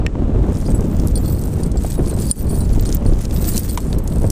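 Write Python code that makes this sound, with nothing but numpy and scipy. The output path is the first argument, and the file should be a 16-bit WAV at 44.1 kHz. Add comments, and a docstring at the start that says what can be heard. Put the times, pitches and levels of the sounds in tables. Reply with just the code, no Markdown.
"""Wind rumbles and buffets a microphone (shaped noise); a small hard clack follows, then single eddies slap.
A steel snow chain is lifted and untangled: snow and jacket cloth crunch, links slide (clumped grains).
Dead contacts tick (short resonated noise); loose links jingle and clink (decaying modes).
One hard clink close by makes the limiter duck everything for a moment."""
import sys
import numpy as np
from scipy import signal
from scipy.fft import rfft, irfft, next_fast_len
from scipy.io import wavfile
from scipy.ndimage import uniform_filter1d, minimum_filter1d, map_coordinates

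SR = 44100
rng = np.random.default_rng(int(sys.argv[2]) if len(sys.argv) > 2 else 0)


def log_audio(samples):
    """Write samples as a 16-bit WAV file to the path given in sys.argv[1]."""
    # one column per channel
    frames = np.atleast_2d(samples).T
    # limit to full scale, then quantise
    limited = np.clip(frames, -1, 1)
    pcm = np.round(limited * 32767).astype(np.int16)
    wavfile.write(sys.argv[1], SR, pcm)


N = 190159

# wind strength over time: time_s, rumble_db, buffeting_db
WIND_LEVELS = [(0, -20.5, -17.5), (0.12, -25, -24), (0.23, -15.5, -19.5), (0.29, -19, -19),
               (0.37, -11.5, -17), (0.47, -15.5, -16), (0.62, -19, -21.5), (0.74, -13, -18.5),
               (0.83, -24, -20), (0.96, -17, -17), (1.13, -15.5, -20.5), (1.26, -17.5, -17.5),
               (1.42, -21, -20.5), (1.62, -20, -18), (1.78, -18.5, -21), (1.93, -24, -24),
               (1.99, -16.5, -17.5), (2.09, -18.5, -20.5), (2.2, -19.5, -19), (2.42, -19, -22.5),
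               (2.55, -16, -18.5), (2.68, -13.5, -20), (2.87, -14, -20), (3.0, -21.5, -20),
               (3.1, -9, -18.5), (3.21, -17.5, -23), (3.42, -18.5, -17.5), (3.6, -18.5, -23),
               (3.84, -21, -23.5), (3.91, -19, -19.5), (4.08, -20, -20), (4.25, -14.5, -18.5),
               (4.31, -16.5, -23)]
# noise spectra of large eddies, small eddies and air hiss: freq_hz, relative_level_db
RUMBLE_SPECTRUM = [(10, -2), (27, 9), (40, 9), (62, 9.5), (100, 2), (160, -12.5), (300, -42), (900, -110)]
BUFFET_SPECTRUM = [(60, 2.5), (130, 3.5), (200, 2), (320, -5), (500, -11.5), (750, -20.5), (1200, -28.5),
                   (2000, -40), (4000, -47), (9000, -80), (16000, -103)]
AIR_SPECTRUM = [(300, -19), (2000, -19), (4200, -27.5), (8200, -26.5), (11000, -44), (15000, -64)]
# modes of a small hard clack: freq_hz, relative_level_db, t60_s
CLACK_MODES = [(1850, -0.5, 0.026), (2370, 2.5, 0.012), (2600, 7, 0.012), (2910, 1.5, 0.01),
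               (4000, -9, 0.007), (5300, 3, 0.0086), (7400, -1, 0.011)]
# modes of two links snapping taut close by: freq_hz, relative_level_db, t60_s
SNAP_MODES = [(3160, -19, 0.01), (4200, -19.5, 0.016), (4700, -7.5, .008), (5000, -20.5, 0.031),
              (8060, -22, 0.013), (8860, 3.5, 0.0069), (9025, 0, 0.031), (9000, -2, 0.0077),
              (9700, -23, .012), (12000, -21, .017)]
# modes of something hollow, struck by the chain's end: freq_hz, relative_level_db, t60_s
KNOCK_MODES = [(1025, 16, 0.012), (1210, 0, 0.017), (1550, -1, 0.009), (1900, 2, 0.0093),
               (2520, -13, 0.0071), (2960, -3, 0.009), (3770, -25, 0.009), (4700, -19, 0.009)]
# single eddies hitting the microphone: start_s, peak_db, t60_s
PUFFS = [(0.154, -15.5, 0.021), (0.221, -9, 0.1), (0.293, -15, .025), (0.438, -12.5, 0.17),
         (0.683, -10.5, 0.075), (0.739, -15, 0.032), (0.794, -9.5, 0.076), (0.847, -11, 0.055),
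         (1.0, -12.5, 0.071), (1.034, -14, 0.067), (1.229, -20, 0.14), (1.454, -15.5, 0.051),
         (1.755, -12.5, 0.066), (1.847, -13.5, 0.018), (1.99, -7, 0.11), (2.128, -13.5, 0.052),
         (2.53, -11.5, 0.058), (2.777, -9, .06), (2.89, -10.5, 0.088), (3.0557, -7, 0.044),
         (3.121, -9.5, 0.032), (3.946, -15.5, 0.018), (4.242, -6.5, 0.042)]
# noise spectrum of a slapping eddy: freq_hz, relative_level_db
EDDY_SPECTRUM = [(60, 4.5), (280, 7), (550, -5), (900, -17.5), (1500, -28), (4000, -47), (12000, -90)]
# pulls and shakes of the chain, levels before trims:
# start_s, length_s, crunch_db, sliding_db, jingle_db, shimmer_db
PULLS = [(0.2, 0.23, -60, -72, -80, -85), (0.424, 0.059, -55, -71, -72, -73),
         (0.553, 0.17, -42.5, -52, -52, -66), (0.744, 0.19, -49, -54, -62, -57),
         (0.962, 0.16, -46.5, -57, -58, -52), (1.176, 0.15, -46.5, -57, -51.5, -45),
         (1.3, 0.16, -62, -44.5, -61, -46), (1.5, 0.18, -50, -45.5, -59, -55),
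         (1.835, 0.12, -41.5, -42.5, -47.5, -50), (2.065, 0.048, -43, -43.5, -47, -50),
         (2.199, 0.18, -43, -39.5, -38.5, -43), (2.366, 0.043, -42, -49, -45.5, -43),
         (2.497, 0.13, -50, -43.5, -42, -48), (2.705, 0.075, -43, -54, -56, -50),
         (2.865, 0.098, -38.5, -67, -54, -56), (3.066, 0.078, -45, -58, -58, -64),
         (3.212, 0.043, -37, -60, -66, -55), (3.333, 0.415, -41.5, -44, -49, -41),
         (3.464, 0.14, -37, -35.5, -37.5, -36.5), (3.79, 0.16, -50.5, -45, -52, -69),
         (4.11, 0.2, -71, -42.5, -65, -72)]
# spectra of snow and cloth, and of sliding links: freq_hz, relative_level_db
CRUNCH_SPECTRUM = [(300, -21), (1500, -1.5), (2500, -4.5), (4500, -7.5), (6600, -1), (8500, -4),
                   (11000, -11), (15000, -10.5)]
SLIDE_SPECTRUM = [(1500, -24), (4200, -2), (7100, -1.5), (8000, 7), (9000, 7.5), (10200, 0), (11200, -3.5),
                  (13300, 0.5), (15200, -10)]
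# dead contacts of taut links and crusted snow, before dulling: start_s, peak_db, centre_hz, t60_s
TICKS = [(0.571, -25, 5400, 0.0078), (0.613, -28, 7000, .008), (0.685, -37, 9000, .007),
         (0.808, -22.5, 9100, 0.011), (0.967, -29, 6800, .015), (0.998, -23, 6200, 0.024),
         (1.073, -12.5, 9800, 0.0071), (1.083, -19, 9500, 0.0089), (1.438, -20, 8200, 0.012),
         (1.479, -23, 8100, 0.0049), (1.634, -24, 7000, 0.024), (1.716, -28.5, 7200, 0.029),
         (1.92, -23, 5160, 0.025), (2.074, -24.5, 6030, .014), (2.188, -23.5, 6270, 0.011),
         (2.222, -19, 8350, 0.014), (2.267, -24, 7500, .008), (2.555, -25, 6500, 0.0087),
         (2.653, -28, 7000, 0.012), (2.796, -23, 4380, 0.017), (2.825, -23.5, 6200, .008),
         (2.857, -21, 5840, 0.017), (2.891, -18, 6100, 0.014), (2.926, -12, 6100, 0.012),
         (2.945, -20, 7000, 0.0065), (2.969, -23.5, 5300, 0.0069), (3.199, -34, 5800, .012),
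         (3.253, -18, 5600, 0.014), (3.309, -22.5, 5600, .012), (3.363, -21, 4700, 0.017),
         (3.373, -24, 4000, 0.009), (3.424, -30, 8000, .008), (3.442, -20, 7500, 0.034),
         (3.459, -22, 6640, .008), (3.476, -17, 11000, .02), (3.488, -10.5, 9800, 0.022),
         (3.536, -16, 10200, .012), (3.559, -13, 8850, 0.011), (3.569, -12, 7400, 0.011),
         (3.578, -4, 8700, 0.014), (3.646, -24, 11000, .01), (3.71, -18, 9500, .008),
         (3.7746, -15.5, 8450, 0.029), (3.804, -22, 9400, 0.011), (3.9286, -19, 4150, 0.0078),
         (3.949, -35, 9500, .004), (3.984, -23.5, 9500, 0.042), (4.076, -17, 7750, 0.019),
         (4.123, -30.5, 3150, 0.018), (4.16, -34, 9500, .014), (4.219, -25, 9300, 0.0092),
         (4.233, -24, 9200, 0.0097), (4.244, -30, 8560, 0.0079), (4.265, -33, 4970, 0.028),
         (4.302, -9, 8500, 0.017)]
# ringing modes of the links, scaled by each layer: freq_hz, relative_level_db, t60_s
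LINK_MODES = [(4600, -15, 0.032), (4340, 7, 0.18), (4900, -19, 0.028), (4800, 9, 0.064),
              (5800, -14.5, 0.048), (7620, 12, 0.069), (8330, 16, 0.044), (8160, 24, 0.026),
              (8670, 10.5, 0.051), (9030, 4, 0.079), (9800, -6, 0.069), (10230, -2, 0.15), (11700, 5, .04),
              (12400, 15, 0.019), (14010, 1, 0.017), (14290, 6, 0.094), (15000, -10, 0.064),
              (15200, -24, 0.033)]
# modes of links hanging free: freq_hz, relative_level_db, t60_s
FREE_RING_MODES = [(7910, -9, .09), (9035, -6, .09), (10215, -6, .12)]
# highest link modes, kept going by light touches: freq_hz, relative_level_db, t60_s
SHIMMER_MODES = [(14150, 0.5, 0.022), (14700, -10, .015), (14900, -19, 0.023)]
# loose links striking: start_s, peak_db, main_ring_hz, clank_db before trim, share_of_free_ring_time
CLINKS = [(0.584, -38, 14000, -20, 1), (0.664, -28, 4900, 7, 0.83), (0.704, -27, 8300, -24, 1.1),
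          (0.7465, -29, 10230, -19, 0.62), (0.747, -25.5, 7890, -20, 1), (1.156, -15.5, 9030, 2.5, 0.94),
          (1.175, -18.5, 9040, 6, 0.61), (1.18, -28, 13960, -20, 1.4), (1.258, -24, 14010, 4, 0.96),
          (1.279, -25, 8960, 2, 0.72), (1.327, -25, 14700, -15, .5), (1.297, -29.5, 9160, 10, 0.99),
          (1.349, -31, 9100, 4, 0.35), (1.385, -32, 8300, 4, 0.8), (1.633, -22.5, 8970, 0, 0.45),
          (1.659, -29, 8160, -22, 0.96), (1.772, -22.5, 7620, 6, 0.99), (1.865, -25.5, 8100, -5, 1.4),
          (1.902, -21, 8160, -9, 0.93), (1.908, -27.5, 12400, -15, 0.8), (1.981, -33, 10230, -7, 0.4),
          (2.096, -21.5, 8670, -13, 0.7), (2.14, -29, 8100, -14, 1.1), (2.267, -24.5, 9800, -10, 0.63),
          (2.298, -20.5, 9200, 2, .5), (2.3068, -24, 9100, -7, 0.26), (2.399, -28, 9070, 2, 0.88),
          (2.468, -32.5, 9040, 0, 0.46), (2.495, -25.5, 9090, -2, 1.1), (2.499, -32, 7900, -19, 0.88),
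          (2.525, -36, 9040, -9, 1), (2.556, -33, 14290, -13, 1.2), (2.588, -26, 14400, -15, .8),
          (2.606, -23, 9000, 3, 0.86), (2.731, -26, 10210, -2, 0.28), (2.809, -21, 14290, -24, 0.31),
          (2.865, -23, 9030, 6, 1.8), (2.948, -11, 14290, -35, 0.18), (3.063, -26.5, 9040, 5, 1.2),
          (3.086, -31.5, 9100, -15, 0.64), (3.215, -32.5, 10230, -20, 0.6), (3.359, -33, 14220, -22, .9),
          (3.422, -24, 14300, -20, .8), (3.478, -22, 7830, -8, 0.89), (3.491, -12, 14700, -25, 0.43),
          (3.687, -27, 9100, 9, .4), (3.695, -19, 9030, 4, 0.77), (3.727, -25, 14300, -22, 1),
          (3.89, -36, 10210, -14, 0.74), (3.986, -27, 12400, -18, 0.68), (4.039, -32, 14400, -24, 0.5),
          (4.135, -32, 13200, -23, 0.76), (4.266, -27, 8800, -14, 0.39)]
# modes of links next to a struck one: freq_hz, relative_level_db, t60_s
NEIGHBOUR_MODES = [(3400, -16, 0.052), (4345, -2, 0.035), (4460, -15, 0.016), (4880, -4.5, 0.028),
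                   (5180, -19, 0.018), (5600, -14, 0.043)]

PULL_RISE_S, PULL_FALL_S = 0.06, 0.0091  # time constants of the hand's motion
SWING_RISE_S, SWING_FALL_S = 0.0064, 0.033  # hanging links start and settle a little later
CRUNCH_GRAINS_PER_S, SLIDE_GRAINS_PER_S, HISS_SHARE = 1400, 2600, 0.28
LIGHT_TICK_OVER_CRUNCH_DB, LIGHT_TICK_CENTRE_HZ = 10, 7360
LIGHT_TICK_SCATTER_DB, LIGHT_TICK_SPREAD_OCT = 4, 0.4  # standard deviations before clipping
SCRAPE_T60_S = 0.06
CLANK_BELOW_HZ, RATTLE_BELOW_HZ = 6500, 11000
CLANK_DETUNE_SHARE, RATTLE_DETUNE_SHARE = 0.06, 0.04
TOUCHES_PER_S = 170
TOP_HZ = 15300


def amp(db):
    """Decibels to gain."""
    return 10 ** (np.asarray(db) / 20)


def unit(x):
    """x at an rms of 1."""
    return x / np.sqrt(np.mean(x ** 2) + 1e-20)


def noise(count=N):
    """White Gaussian noise."""
    return rng.standard_normal(count)


def curves(rows):
    """One value per sample for each column after the time."""
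    time_s, *columns = np.transpose(rows)
    return [np.interp(np.arange(N) / SR, time_s, column) for column in columns]


def wobble(knots_per_s):
    """Smooth random curve."""
    knots = noise(int(N * knots_per_s / SR) + 4)
    return map_coordinates(knots, [np.arange(N) * knots_per_s / SR])


def filtered(x, response):
    """x times a gain given as a function of frequency."""
    size = next_fast_len(N + 8192)
    return irfft(rfft(x, size) * response(np.fft.rfftfreq(size, 1 / SR)), size)[:N]


def coloured(x, spectrum):
    """x shaped by (Hz, dB) points on a log frequency axis, at an rms of 1."""
    points_hz, points_db = np.transpose(spectrum)

    def response(hz):
        return amp(np.interp(np.log(hz + 1), np.log(points_hz), points_db))

    return unit(filtered(x, response))


def fade(t, t60_s):
    """Exponential decay of 60 dB in t60_s."""
    return np.exp(-np.log(1000) * t / t60_s)


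def resonate(x, hz, q):
    """x through one resonance."""
    b, a = signal.iirpeak(min(hz, SR / 2 - 1000), max(q, 1), SR)
    return signal.lfilter(b, a, x)


def add(track, start_s, sound, peak_db):
    """Lay a sound into the track with the given peak."""
    room = track[round(start_s * SR):][:len(sound)]
    scaled = amp(peak_db) * sound / np.abs(sound).max()
    room += scaled[:len(room)]


def wind(air_db=-53, air_db_per_buffet_db=0.13):
    """Big eddies rumble on the microphone; small ones flutter above them in quick bursts."""
    rumble_db, buffet_db = curves(WIND_LEVELS)
    rumble = amp(rumble_db) * coloured(noise(), RUMBLE_SPECTRUM)
    slow_db = 1.14 * np.clip(wobble(35), -1.5, 1.5)
    fast_db = 2.4 * np.clip(wobble(160), -2, 2)
    flutter = amp(slow_db + fast_db)
    buffet = amp(buffet_db) * unit(flutter * coloured(noise(), BUFFET_SPECTRUM))
    air_gain_db = air_db + air_db_per_buffet_db * (buffet_db - buffet_db.mean())
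    air = amp(air_gain_db) * coloured(noise(), AIR_SPECTRUM)
    return rumble + buffet + air


def struck(modes, rattle_db, rattle_t60_s, crack_db, contact_s=0.00005):
    """A blow and its brief rattle ring a body's modes; the dull crack of the contact is heard too."""
    t = np.arange(SR // 12) / SR
    blow = (t == 0) + amp(rattle_db) * noise(len(t)) * fade(t, rattle_t60_s)
    ring = sum(amp(db) * np.cos(2 * np.pi * hz * t) * fade(t, t60_s) for hz, db, t60_s in modes)
    ring = ring * (1 - np.exp(-t / contact_s))
    body = signal.fftconvolve(blow, ring)[:len(t)]
    crack = resonate(resonate(blow, 2400, 0.7), 2400, 0.7)
    return unit(body) + amp(crack_db) * unit(crack)


def knocks():
    """A clack before the lift, a hard clink as links snap taut, a knock as the chain's end swings down."""
    out = np.zeros(N)
    clack = struck(CLACK_MODES, rattle_db=-23, rattle_t60_s=0.016, crack_db=-7)
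    snap = struck(SNAP_MODES, rattle_db=-27, rattle_t60_s=0.004, crack_db=-32, contact_s=0.00025)
    knock = struck(KNOCK_MODES, rattle_db=-15, rattle_t60_s=0.04, crack_db=-10)
    add(out, 0.0648, clack, peak_db=-9)
    add(out, 2.3124, snap, peak_db=17.5)  # far over the limiter's ceiling
    add(out, 3.7747, knock, peak_db=-11.5)
    return out


def puffs(rise_s=0.00091):
    """Single eddies slap the microphone: a quick swell of buffeting that dies away."""
    out, t = np.zeros(N), np.arange(SR // 10) / SR
    air = coloured(noise(), EDDY_SPECTRUM)
    for start_s, peak_db, t60_s in PUFFS:
        piece = np.roll(air, -round(start_s * SR))[:len(t)]
        envelope = (1 - np.exp(-t / rise_s)) * fade(t, t60_s)
        add(out, start_s, piece * envelope, peak_db)
    return out


def handling(rise_s, fall_s):
    """Crunch, sliding, jingle, shimmer in dB: pulls swell, hold and die away; overlaps add in power."""
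    t, power = np.arange(N) / SR, np.zeros((4, N))
    for start_s, length_s, *levels_db in PULLS:
        before_s = np.minimum(t - start_s, 0)
        after_s = np.maximum(t - start_s - length_s, 0)
        shape = np.exp(before_s / rise_s - after_s / fall_s)
        power += (amp(levels_db)[:, None] * shape) ** 2
    return 10 * np.log10(power + 1e-12)


def contacts(rate_per_s, spread_db):
    """Random impulses of scattered size and sign."""
    hit = rng.random(N) < rate_per_s / SR
    size = amp(spread_db * np.clip(noise(), -2, 2))
    return hit * size * rng.choice([-1, 1], N)


def grains(spectrum, rate_per_s, clump_db):
    """Tiny clumped contacts over a soft hiss, at an rms of 1."""
    clumping = amp(clump_db * np.clip(wobble(300), -2, 2))
    clicks = unit(contacts(rate_per_s, spread_db=3.5) * clumping)
    return coloured(clicks + HISS_SHARE * noise(), spectrum)


def rustle(crunch_trim_db=-1.87, slide_trim_db=-0.6):
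    """Snow and jacket cloth crunch dully; links sliding over each other crackle brightly."""
    crunch_db, sliding_db, *_ = handling(PULL_RISE_S, PULL_FALL_S)
    crunch = grains(CRUNCH_SPECTRUM, CRUNCH_GRAINS_PER_S, clump_db=5)
    sliding = grains(SLIDE_SPECTRUM, SLIDE_GRAINS_PER_S, clump_db=6)
    return amp(crunch_db + crunch_trim_db) * crunch + amp(sliding_db + slide_trim_db) * sliding


def light_ticks(count, t60_s):
    """Lesser contacts at random moments, their peaks following the crunch level."""
    crunch_db, *_ = handling(PULL_RISE_S, PULL_FALL_S)
    rows = []
    for slot in range(count):
        at = int((slot + rng.random()) * (N - 1) / count)
        force, pitch = np.clip(noise(2), -2, 2)
        peak_db = crunch_db[at] + LIGHT_TICK_OVER_CRUNCH_DB + LIGHT_TICK_SCATTER_DB * force
        centre_hz = LIGHT_TICK_CENTRE_HZ * 2 ** (LIGHT_TICK_SPREAD_OCT * pitch)
        rows.append((at / SR, peak_db, centre_hz, t60_s))
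    return rows


def ticks(light_t60_s=0.0087, scrape_db=-27, q=1.0, dull_hz=11500, light_count=170):
    """A contact that cannot ring: a short snap of resonated noise and a faint scrape after it."""
    out, t = np.zeros(N), np.arange(SR // 20) / SR
    for start_s, peak_db, centre_hz, t60_s in TICKS + light_ticks(light_count, light_t60_s):
        envelope = fade(t, t60_s) + amp(scrape_db) * fade(t, SCRAPE_T60_S)
        burst = noise(len(t)) * envelope
        add(out, start_s, resonate(resonate(burst, centre_hz, q), centre_hz, q), peak_db)
    return filtered(out, lambda hz: 1 / np.sqrt(1 + (hz / dull_hz) ** 6))


def pings(low_hz, high_hz, level_db, detune_share, ring_share, count, spread_db=8.5):
    """Light random touches, each ringing one mode of one link."""
    out, t = np.zeros(N), np.arange(SR // 25) / SR
    modes = [mode for mode in LINK_MODES if low_hz < mode[0] < high_hz]
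    for touch in range(count):
        hz, _, t60_s = modes[int(rng.random() * len(modes))]
        own_hz = hz * (1 + detune_share * rng.standard_normal())
        ring = np.sin(2 * np.pi * own_hz * t) * fade(t, ring_share * t60_s)
        at = int((touch + rng.random()) * (N - 1) / count)
        force_db = spread_db * np.clip(rng.standard_normal(), -2, 1.6)
        add(out, at / SR, ring, level_db[at] + force_db)
    return out


def chatter(modes, level_db, drift_share, swell_db):
    """Quick touches keep each mode ringing; pitch and strength wander as other links take over."""
    out = np.zeros(N)
    for hz, db, t60_s in modes:
        keep = fade(1 / SR, t60_s)  # decay per sample
        swell = amp(swell_db * np.clip(wobble(21), -1.5, 1.5))
        touches = unit(contacts(TOUCHES_PER_S, spread_db=4.5) * swell)
        random_phase = np.exp(2j * np.pi * rng.random(N))
        drive = touches * amp(level_db + db) * random_phase
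        swing = signal.lfilter([np.sqrt(2 * (1 - keep ** 2))], [1, -keep], drive)
        cycles = np.cumsum(hz * (1 + drift_share * wobble(9))) / SR
        out += np.real(swing * np.exp(2j * np.pi * cycles))
    return out


def jingle(clank_db=-8, rattle_db=-1, free_db=-4):
    """Hanging links touch as strongly as the chain is shaken: dense rattle with a few steady rings."""
    _, _, jingle_db, shimmer_db = handling(SWING_RISE_S, SWING_FALL_S)
    clanking = pings(0, CLANK_BELOW_HZ, jingle_db + clank_db,
                     CLANK_DETUNE_SHARE, ring_share=0.71, count=600)
    rattling = pings(CLANK_BELOW_HZ, RATTLE_BELOW_HZ, jingle_db + rattle_db,
                     RATTLE_DETUNE_SHARE, ring_share=0.5, count=900)
    singing = chatter(FREE_RING_MODES, jingle_db + free_db, drift_share=0.001, swell_db=5)
    shimmer = chatter(SHIMMER_MODES, shimmer_db, drift_share=0.007, swell_db=3)
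    return clanking + rattling + singing + shimmer


def neighbours(t, delay_s=0.0025, count=2):
    """The blow passes down the chain: more links clank in turn, each a little off in pitch."""
    hz, db, t60_s = np.transpose(NEIGHBOUR_MODES)
    out = np.zeros(len(t))
    for link in range(count):
        age_s = np.maximum(t - delay_s * link * (0.5 + rng.random()), 0)
        own_hz = hz * (1 + 0.009 * (link + 1) * noise(len(hz)))
        size = amp(db + 2 * noise(len(hz))) * rng.choice([-1, 1], len(hz)) / np.sqrt(link + 1)
        out += size @ (np.sin(2 * np.pi * own_hz[:, None] * age_s) * fade(age_s, t60_s[:, None]))
    return out


def clinks(focus_db=29, scatter_db=2, neighbour_db=-7.5, crack_db=-12, crack_t60_s=0.0069,
           linger_db=-18, linger_t60_s=0.15, contact_s=0.00015):
    """Each blow rings all the high modes anew; where it lands decides which one stands out."""
    out, t = np.zeros(N), np.arange(SR // 5) / SR
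    high_modes = [mode for mode in LINK_MODES if mode[0] > CLANK_BELOW_HZ]
    hz, mode_db, t60_s = np.transpose(high_modes)
    for start_s, peak_db, ring_hz, clank_db, free_share in CLINKS:
        main = np.arange(len(hz)) == np.argmin(np.abs(hz - ring_hz))
        level_db = np.where(main, 0, mode_db + scatter_db * noise(len(hz)) - focus_db)
        # no two links are quite alike
        own_hz = np.where(main, ring_hz, hz * (1 + 0.025 * noise(len(hz))))
        phase = 2 * np.pi * (own_hz[:, None] * t + rng.random((len(hz), 1)))
        decay = fade(t, max(free_share, 0.1) * t60_s[:, None])
        ring = amp(level_db) @ (np.sin(phase) * decay)
        # the struck link swings clear and rings on faintly
        linger = amp(linger_db) * free_share ** 2 * np.sin(phase[main][0]) * fade(t, linger_t60_s)
        crack = amp(crack_db) * resonate(noise(len(t)), 5600, 0.53) * fade(t, crack_t60_s)
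        clank = amp(clank_db + neighbour_db) * neighbours(t)
        onset = 1 - np.exp(-t / contact_s)
        add(out, start_s, (ring + linger + crack + clank) * onset, peak_db)
    return out


def scene():
    """Open air over snow gives no echo: the sources simply add."""
    chain = knocks() + rustle() + ticks() + jingle() + clinks()
    return (wind() + puffs() + chain)[None]


def limiter(x, ceiling_db=-1, release_db_per_s=165, window_samples=45):
    """Gain drops at once under a peak and climbs back at a steady rate, lightly smoothed."""
    climb_db = release_db_per_s * np.arange(N) / SR
    needed_db = np.minimum(0, ceiling_db - 20 * np.log10(np.abs(x) + 1e-9))
    held_db = minimum_filter1d(needed_db, size=window_samples)
    gain_db = np.minimum.accumulate(held_db - climb_db) + climb_db
    return x * amp(uniform_filter1d(gain_db, size=window_samples))


def record(dry):
    """Peaks are limited, then a very steep low-pass removes what lies above TOP_HZ."""
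    limited = limiter(dry[0])
    return filtered(limited, lambda hz: 1 / np.sqrt(1 + (hz / TOP_HZ) ** 160))[None]


dry = scene()
out = record(dry)
log_audio(out)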